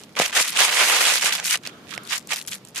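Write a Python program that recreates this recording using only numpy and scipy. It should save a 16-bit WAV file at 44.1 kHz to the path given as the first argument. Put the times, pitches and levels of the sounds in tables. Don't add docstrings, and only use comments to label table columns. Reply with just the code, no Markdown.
import sys
import numpy as np
from scipy import signal
from scipy.fft import rfft, irfft
from scipy.io import wavfile
from scipy.ndimage import uniform_filter1d

SR = 44100
rng = np.random.default_rng(int(sys.argv[2]) if len(sys.argv) > 2 else 0)


def gain_from_decibels(decibels):
    exponent = np.asarray(decibels, float) / 20
    return 10 ** exponent


def inscribe(sig):
    pcm = np.round(np.clip(np.atleast_2d(sig).T, -1, 1) * 32767)
    wavfile.write(sys.argv[1], SR, pcm.astype(np.int16))


N = 123479
EDGES = 28 * 2 ** np.arange(0, 9.6, .5)


def rms_one(x):
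    return x / np.sqrt(np.mean(x ** 2) + 1e-20)


def at_hz(points, hz):
    point_hz, values = np.array(points).T
    return np.interp(np.log(hz), np.log(point_hz), values)


def centre(k):
    return np.sqrt(EDGES[k] * EDGES[k + 1])


def band(x, k):
    sos = signal.butter(2, EDGES[k:k + 2], "band", fs=SR, output="sos")
    return signal.sosfilt(sos, x + 1e-18)


def drift(rate_hz):
    r = np.exp(-2 * np.pi * rate_hz / SR)
    slow = signal.lfilter([1], [1, -2 * r, r * r], rng.standard_normal(N + SR))
    return rms_one(slow[SR:])


def scatter(index, sizes, pan_db, lag):
    ears = []
    for ear in (1, -1):
        arrival = np.clip(index + ear * lag // 2, 0, N - 1)
        ears.append(np.bincount(arrival, sizes * gain_from_decibels(ear * pan_db / 2), N))
    return np.array(ears)


def traffic(rubbing_db):
    # hz, level_db
    hum = [(18, -39), (30, -30.5), (179, -2), (1190, -18), (1500, -19.5), (2060, -21.5), (3220, -21),
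           (4080, -23), (16000, -40)]
    # hz, likeness (1 = same)
    likeness = [(30, .5), (150, 1), (600, 0.8), (2000, .3), (8000, 0.05)]
    # time_s, level_db
    passing = [(0, 4.5), (1.5, 6.5), (2.0, 7.5), (2.8, 3.5)]
    level_db, patchy_db = -53, 1.2
    duck_from_db, duck_share, recover_db_per_s = -34, 0.42, 90

    out, white = 0, rng.standard_normal((2, 2, N))
    for k in range(len(EDGES) - 1):
        hz = centre(k)
        mid, side = band(white[k % 2], k)
        alike = np.clip(at_hz(likeness, hz), -1, 1)
        stereo = np.sqrt(1 + alike) * mid + np.sqrt(1 - alike) * side * [[1], [-1]]
        out = out + gain_from_decibels(at_hz(hum, hz) + patchy_db * drift(18)) * stereo
    t = np.arange(N) / SR
    ramp_db = recover_db_per_s * t
    held_db = np.maximum.accumulate(rubbing_db + ramp_db) - ramp_db
    held_db = uniform_filter1d(held_db, size=2000)
    duck_db = duck_share * np.maximum(held_db - duck_from_db, 0)
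    swell_db = np.interp(t, *np.transpose(passing))
    return gain_from_decibels(level_db + swell_db - duck_db) * rms_one(out)


def drag():
    # start_s, stop_s, level_db
    drags = [
        (1.686, 1.876, -55),
        (1.899, 2.096, -50.5),
    ]
    # centre_hz, width_hz, level_db
    tones = [
        (1367, 440, 1.0),
        (2280, 250, -6.5),
        (3370, 900, -4),
    ]
    t, out, envelope = np.arange(N) / SR, 0, 0
    for start_s, stop_s, db in drags:
        arch = np.sin(np.pi * np.clip((t - start_s) / (stop_s - start_s), 0, 1))
        envelope = envelope + gain_from_decibels(db) * np.clip(3 * arch, 0, 1)
    for hz, width_hz, db in tones:
        sos = signal.butter(2, [hz - width_hz / 2, hz + width_hz / 2], "band", fs=SR, output="sos")
        tone = rms_one(signal.sosfilt(sos, rng.standard_normal((2, N))))
        out = out + gain_from_decibels(db) * tone * gain_from_decibels(3.7 * drift(5))
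    return envelope * out


def slaps():
    # time_s, level_db
    landings = [
        (.166, -26),
        (.1995, -2),
        (.218, -11),
        (.408, -17.5),
        (.6, -20),
        (1.243, -16),
        (1.555, -24),
        (1.673, -27),
        (1.978, -22),
        (2.273, -38),
    ]
    # hz, level_db, t60_s
    modes = [
        (193, -10, .04),
        (520, -7.5, 0.035),
        (700, 7.5, 0.009),
        (1600, -5, 0.0027),
    ]
    out = np.zeros(N)
    for hz, level_db, t60_s in modes:
        blows = np.zeros(N)
        for time_s, db in landings:
            blows[int(time_s * SR)] = gain_from_decibels(db + level_db - 9)
        r, w = gain_from_decibels(-60 / (t60_s * SR)), 2 * np.pi * hz / SR
        out += signal.lfilter([0, np.sin(w)], [1, -2 * r * np.cos(w), r * r], blows + 1e-18)
    return out


def catches(side_db):
    # time_s, peak_db, centre_hz
    snaps = [(.0358, -28, 4120), (.1533, -27, 2400), (.199, -9, 2200), (.2184, -12, 2500),
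             (.2334, -12, 1900), (.2614, -15, 4500), (.3202, -25, 3300), (.3527, -12, 2600),
             (.3657, -10, 1600), (.3724, -6, 2790), (.4114, -6, 7300), (.4773, -14, 3340),
             (.4805, -10, 9000), (.5045, -13, 9000), (.522, -22, 3000), (.5726, -6, 3000),
             (.5732, -10, 6500), (.5892, -8, 1900), (.5975, -7, 2500), (.647, -9, 2500), (.772, -10, 2000),
             (.812, -9, 2800), (1.017, -11, 3000), (1.053, -8, 3500), (1.0685, -10, 3000),
             (1.093, -9, 7000), (1.196, -17, 3000), (1.2116, -16, 3000), (1.2216, -14, 2710),
             (1.2445, -10, 7000), (1.2585, -10, 3000), (1.268, -10, 3000), (1.3235, -13, 3000),
             (1.3375, -12, 7000), (1.352, -16, 6500), (1.3734, -18, 8000), (1.3864, -19, 2920),
             (1.3999, -15, 3200), (1.4428, -14, 4500), (1.4503, -9, 7430), (1.46, -15, 7000),
             (1.4667, -11, 6000), (1.4794, -10, 4000), (1.5554, -12, 2910), (1.6362, -29, 4000),
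             (1.6644, -20, 2600), (1.6731, -15, 4200),
             (1.9504, -27, 3500), (1.9778, -14, 2100), (2.0343, -33, 7500), (2.0517, -29, 4500),
            (2.0742, -27, 3560), (2.0986, -22, 5000), (2.1044, -22, 7000), (2.1227, -17, 2900),
            (2.1794, -16, 7070), (2.2264, -38, 5000), (2.2727, -24, 7550), (2.2824, -34, 7500),
            (2.3067, -17, 2100), (2.3334, -10, 4070), (2.3405, -15, 6000), (2.346, -20, 5000),
            (2.3605, -16, 4670), (2.3674, -20, 3770), (2.382, -22, 5500), (2.3914, -23, 5270),
            (2.4004, -24, 4020), (2.4139, -18, 3600), (2.4254, -24, 6890), (2.4508, -32, 3200),
            (2.4638, -28, 10000), (2.4748, -14, 7000), (2.487, -24, 3200), (2.492, -25, 4000),
            (2.5154, -20, 8410), (2.5222, -15, 3350), (2.5316, -14, 3100), (2.5496, -18, 10000),
            (2.554, -23, 5000), (2.6504, -27, 7430), (2.6729, -38, 7780), (2.6854, -40, 8500),
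            (2.7038, -42, 10000), (2.7482, -29, 6600), (2.7687, -22, 3000), (2.786, -23, 4000)]
    decay_s, gain_db, ring, spread_s = .001, 1.0, .5, .000025
    fall_db = 3.0

    time_s, peak_db, hz = np.transpose(snaps)[:, :, None]
    steps = np.arange(512)
    rise_or_fall = np.where(steps < 30, .15, 1)
    envelope = np.exp(-np.abs(steps - 30) / (decay_s * SR * rise_or_fall))
    ringing = ring * np.sin(2 * np.pi * hz * steps / SR)
    crackle = (rng.standard_normal((len(time_s), 512)) + ringing) * envelope
    octaves = np.log2((np.arange(257) + 1) * SR / 512 / hz)
    loss_db = fall_db * octaves ** 2 * np.where(octaves < 0, 2, 1)
    crackle = irfft(rfft(crackle) * gain_from_decibels(-loss_db))
    crackle *= gain_from_decibels(peak_db + gain_db) / np.abs(crackle).max(axis=1, keepdims=True)
    index = ((time_s * SR).astype(int) + steps - 25).ravel()
    lag = np.round(rng.normal(0, spread_s * SR, len(time_s))).astype(int).repeat(512)
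    return scatter(index, crackle.ravel(), side_db[index], lag)


def motion():
    # time_s, level_db, dulling_db_per_octave
    lay = [
        (0.155, -60, -8),
        (0.166, -27.5, 5),
        (0.187, -29, 6),
        (0.19, -20, 0),
        (0.205, -23, 2),
        (0.218, -19, 1),
        (0.234, -25.5, 2.5),
        (0.262, -24, 1),
        (.27, -31, 1.5),
        (0.316, -38.5, 4),
    ]
    shift = [
        (.335, -29, 2),
        (0.355, -21.5, 1.2),
        (0.371, -16, 2.9),
        (.385, -21, 2),
        (.4, -19, 1),
        (0.415, -24, -2.2),
        (0.459, -26.5, 1.5),
        (0.507, -31.5, -2),
        (.535, -36, 1.2),
    ]
    slide = [
        (0.562, -24.5, 3.2),
        (.582, -23, 1),
        (.59, -17.5, 0.8),
        (0.603, -16, 2.1),
        (.65, -19.5, 1.5),
        (.69, -24, 2.75),
        (0.759, -21, 1.5),
        (0.81, -16, 3.2),
        (.86, -20.5, 1.4),
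             (.925, -16.5, 1.8),
        (.965, -19.5, 1.8),
        (1.02, -19.5, 1.8),
        (1.045, -20, 1.8),
        (1.09, -18, 1.5),
        (1.135, -19.5, 1.5),
        (1.165, -23, 0.78),
        (1.2, -31, 0),
        (1.219, -34, 0),
    ]
    settle = [
        (1.223, -23, 2),
        (1.24, -24, 3),
        (1.246, -20, 1.5),
        (1.27, -20.5, 1),
        (1.295, -23.5, 1.5),
        (1.321, -32, 2.1),
        (1.324, -21.5, 0.5),
        (1.355, -26, 0),
        (1.375, -32, 1.5),
    ]
    push = [
        (1.39, -37, 4),
        (1.432, -36, 5.5),
        (1.438, -30, 0),
        (1.478, -28, -2),
        (1.525, -21.5, -0.5),
        (1.556, -28, 1.5),
        (1.575, -39.5, 1),
        (1.6, -71, 0),
    ]
    # start_s, fastest_s, stop_s, level_db, dulling_db_per_octave
    nudges = [(0.0, -0.013, 0.11, -47.5, -0.5), (1.615, 1.667, 1.714, -37.5, 3),
              (1.86, 1.935, 1.974, -38.5, 3), (2.007, 2.056, 2.1, -49, -1.5), (2.088, 2.127, 2.195, -23, 2),
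              (2.287, 2.325, 2.355, -21, 4.5), (2.325, 2.363, 2.447, -36, 0.5), (2.47, 2.48, 2.51, -37, -1),
              (2.487, 2.533, 2.58, -35, -1), (2.65, 2.68, 2.72, -56, -5), (2.743, 2.762, 2.865, -30.5, 1)]
    # time_s, left_over_right_db
    sides = [(0, -1), (.5, 1.5), (.6, -0.5), (1.4, -0.5), (1.55, 2), (1.95, -9.5), (2.08, 9.5), (2.13, -4),
             (2.2, 8.5), (2.32, -2.5), (2.43, 7), (2.7, -6.5), (2.8, 3.5)]
    rest_db, nudge_fall_db, nudge_shape = -75, 21.5, 1.7
    nudge_thins_db = 1.5

    t = np.arange(N) / SR
    time_s, level_points, weight_points = np.transpose(lay + shift + slide + settle + push)
    level_db = np.interp(t, time_s, level_points, rest_db, rest_db)
    weight = np.interp(t, time_s, weight_points)
    for start_s, fastest_s, stop_s, db, dull in nudges:
        span_s = np.where(t < fastest_s, fastest_s - start_s, stop_s - fastest_s)
        phase = np.abs(t - fastest_s) / span_s
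        nudge_db = db - nudge_fall_db * phase ** nudge_shape
        nudge_weight = dull - nudge_thins_db * np.minimum(phase, 1)
        weight = np.where(nudge_db > level_db, nudge_weight, weight)
        level_db = np.maximum(level_db, nudge_db)
    return level_db, weight, np.interp(t, *np.transpose(sides))


def dulled(db_per_octave, hz):
    return gain_from_decibels(-db_per_octave * np.clip(np.log2(hz / 2780), -2.5, 2.5))


def grit(level_db, weight, side_db):
    # hz, level_db (per Hz)
    spectrum = [(200, -27), (500, -9), (1200, -3.5), (2600, 1.5), (4200, -3.5), (6800, -1.8), (11500, -8.5),
                (15500, -19)]
    ticks_per_s, ticks_follow = 7000, .7
    tick_size_db, tick_colour_db = 1.5, 5
    judder_db, judder_grows = 0.3, 0.105
    spread_s, spread_db = .00012, 0
    hiss_db, hiss_above_hz = -1.5, 1700
    light_loss, body_hz, patchy_db = 0.33, 910, 1.4
    laid_s, laid_loss_db = 1.44, 8.5

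    rate = np.clip(ticks_per_s * gain_from_decibels(ticks_follow * (level_db + 20)), 150, SR / 2)
    index = np.flatnonzero(rng.random(N) < rate / SR)
    size = gain_from_decibels(tick_size_db * np.minimum(rng.exponential(1, N), 3.5)) * rng.choice([-1, 1], N)
    unevenness = (drift(48) + drift(175)) / np.sqrt(2)
    judder = (judder_db + judder_grows * np.clip(-11 - level_db, 0, 25)) * unevenness
    power = np.mean(size ** 2) * rate / SR
    size = (size / np.sqrt(power) * gain_from_decibels(level_db + judder))[index]
    place = rng.standard_normal(N)[index]
    colours = rng.standard_normal((2, N))[:, index]
    lag = np.round(-place * spread_s * SR).astype(int)
    pan_db = side_db[index] + spread_db * place

    light_db = light_loss * np.clip(-9.5 - level_db, 0, 30)
    laid_db = laid_loss_db * (np.arange(N) / SR > laid_s)
    hiss_level_db = level_db + judder + hiss_db + np.outer([.5, -.5], side_db)
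    hiss = rng.standard_normal((2, N)) * gain_from_decibels(hiss_level_db) * gain_from_decibels(-light_db)

    out = 0
    for k in range(5, len(EDGES) - 1):
        hz = centre(k)
        colour_db = tick_colour_db * (colours[0] * np.cos(k * 0.6907) + colours[1] * np.sin(k * 0.689))
        mean_db = 0.11 * tick_colour_db ** 2
        ticks = scatter(index, size * gain_from_decibels(colour_db - mean_db), pan_db, lag)
        body_loss_db = (light_db + laid_db) / (1 + (hz / body_hz) ** 4)
        gain = dulled(weight, hz) * gain_from_decibels(patchy_db * drift(17.4) - body_loss_db)
        rub = band((ticks + hiss * (hz > hiss_above_hz)) * gain, k)
        out = out + (-1) ** k * gain_from_decibels(at_hz(spectrum, hz)) * rub
    return gain_from_decibels(5.3) * out


def echoes(x):
    level_db, t60_s = -15, 0.032
    t = np.arange(SR // 8) / SR
    tail = rng.standard_normal((2, len(t))) * gain_from_decibels(-60 * t / t60_s) * (t > .002)
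    tail = tail / np.sqrt(np.sum(tail ** 2) / 2)
    wet = signal.fftconvolve(x, tail, axes=1)[:, :N]
    return gain_from_decibels(level_db) * signal.lfilter([.5], [1, -.5], wet)


def scene():
    level_db, weight, side_db = motion()
    near = grit(level_db, weight, side_db) + catches(side_db) + slaps()
    near = signal.sosfilt(signal.butter(3, 203, "high", fs=SR, output="sos"), near)
    near = signal.sosfilt(signal.butter(3, 13360, fs=SR, output="sos"), near)
    return near + echoes(near) + traffic(level_db) + drag()


def low_pass(x):
    return signal.sosfilt(signal.butter(12, 16310, fs=SR, output="sos"), x)


def record(dry):
    ear_hz, ear_db = 2360, -10.5
    sos = signal.butter(1, [ear_hz / 1.15, ear_hz * 1.54], "band", fs=SR, output="sos")
    lift = signal.sosfilt(sos, dry)
    x = dry + gain_from_decibels(ear_db) * lift * [[-1], [1]]
    x = signal.sosfilt(signal.cheby2(10, 60, 16500, fs=SR, output="sos"), x)
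    return low_pass(np.clip(x, -1, 1))


dry = scene()
out = record(dry)
inscribe(out)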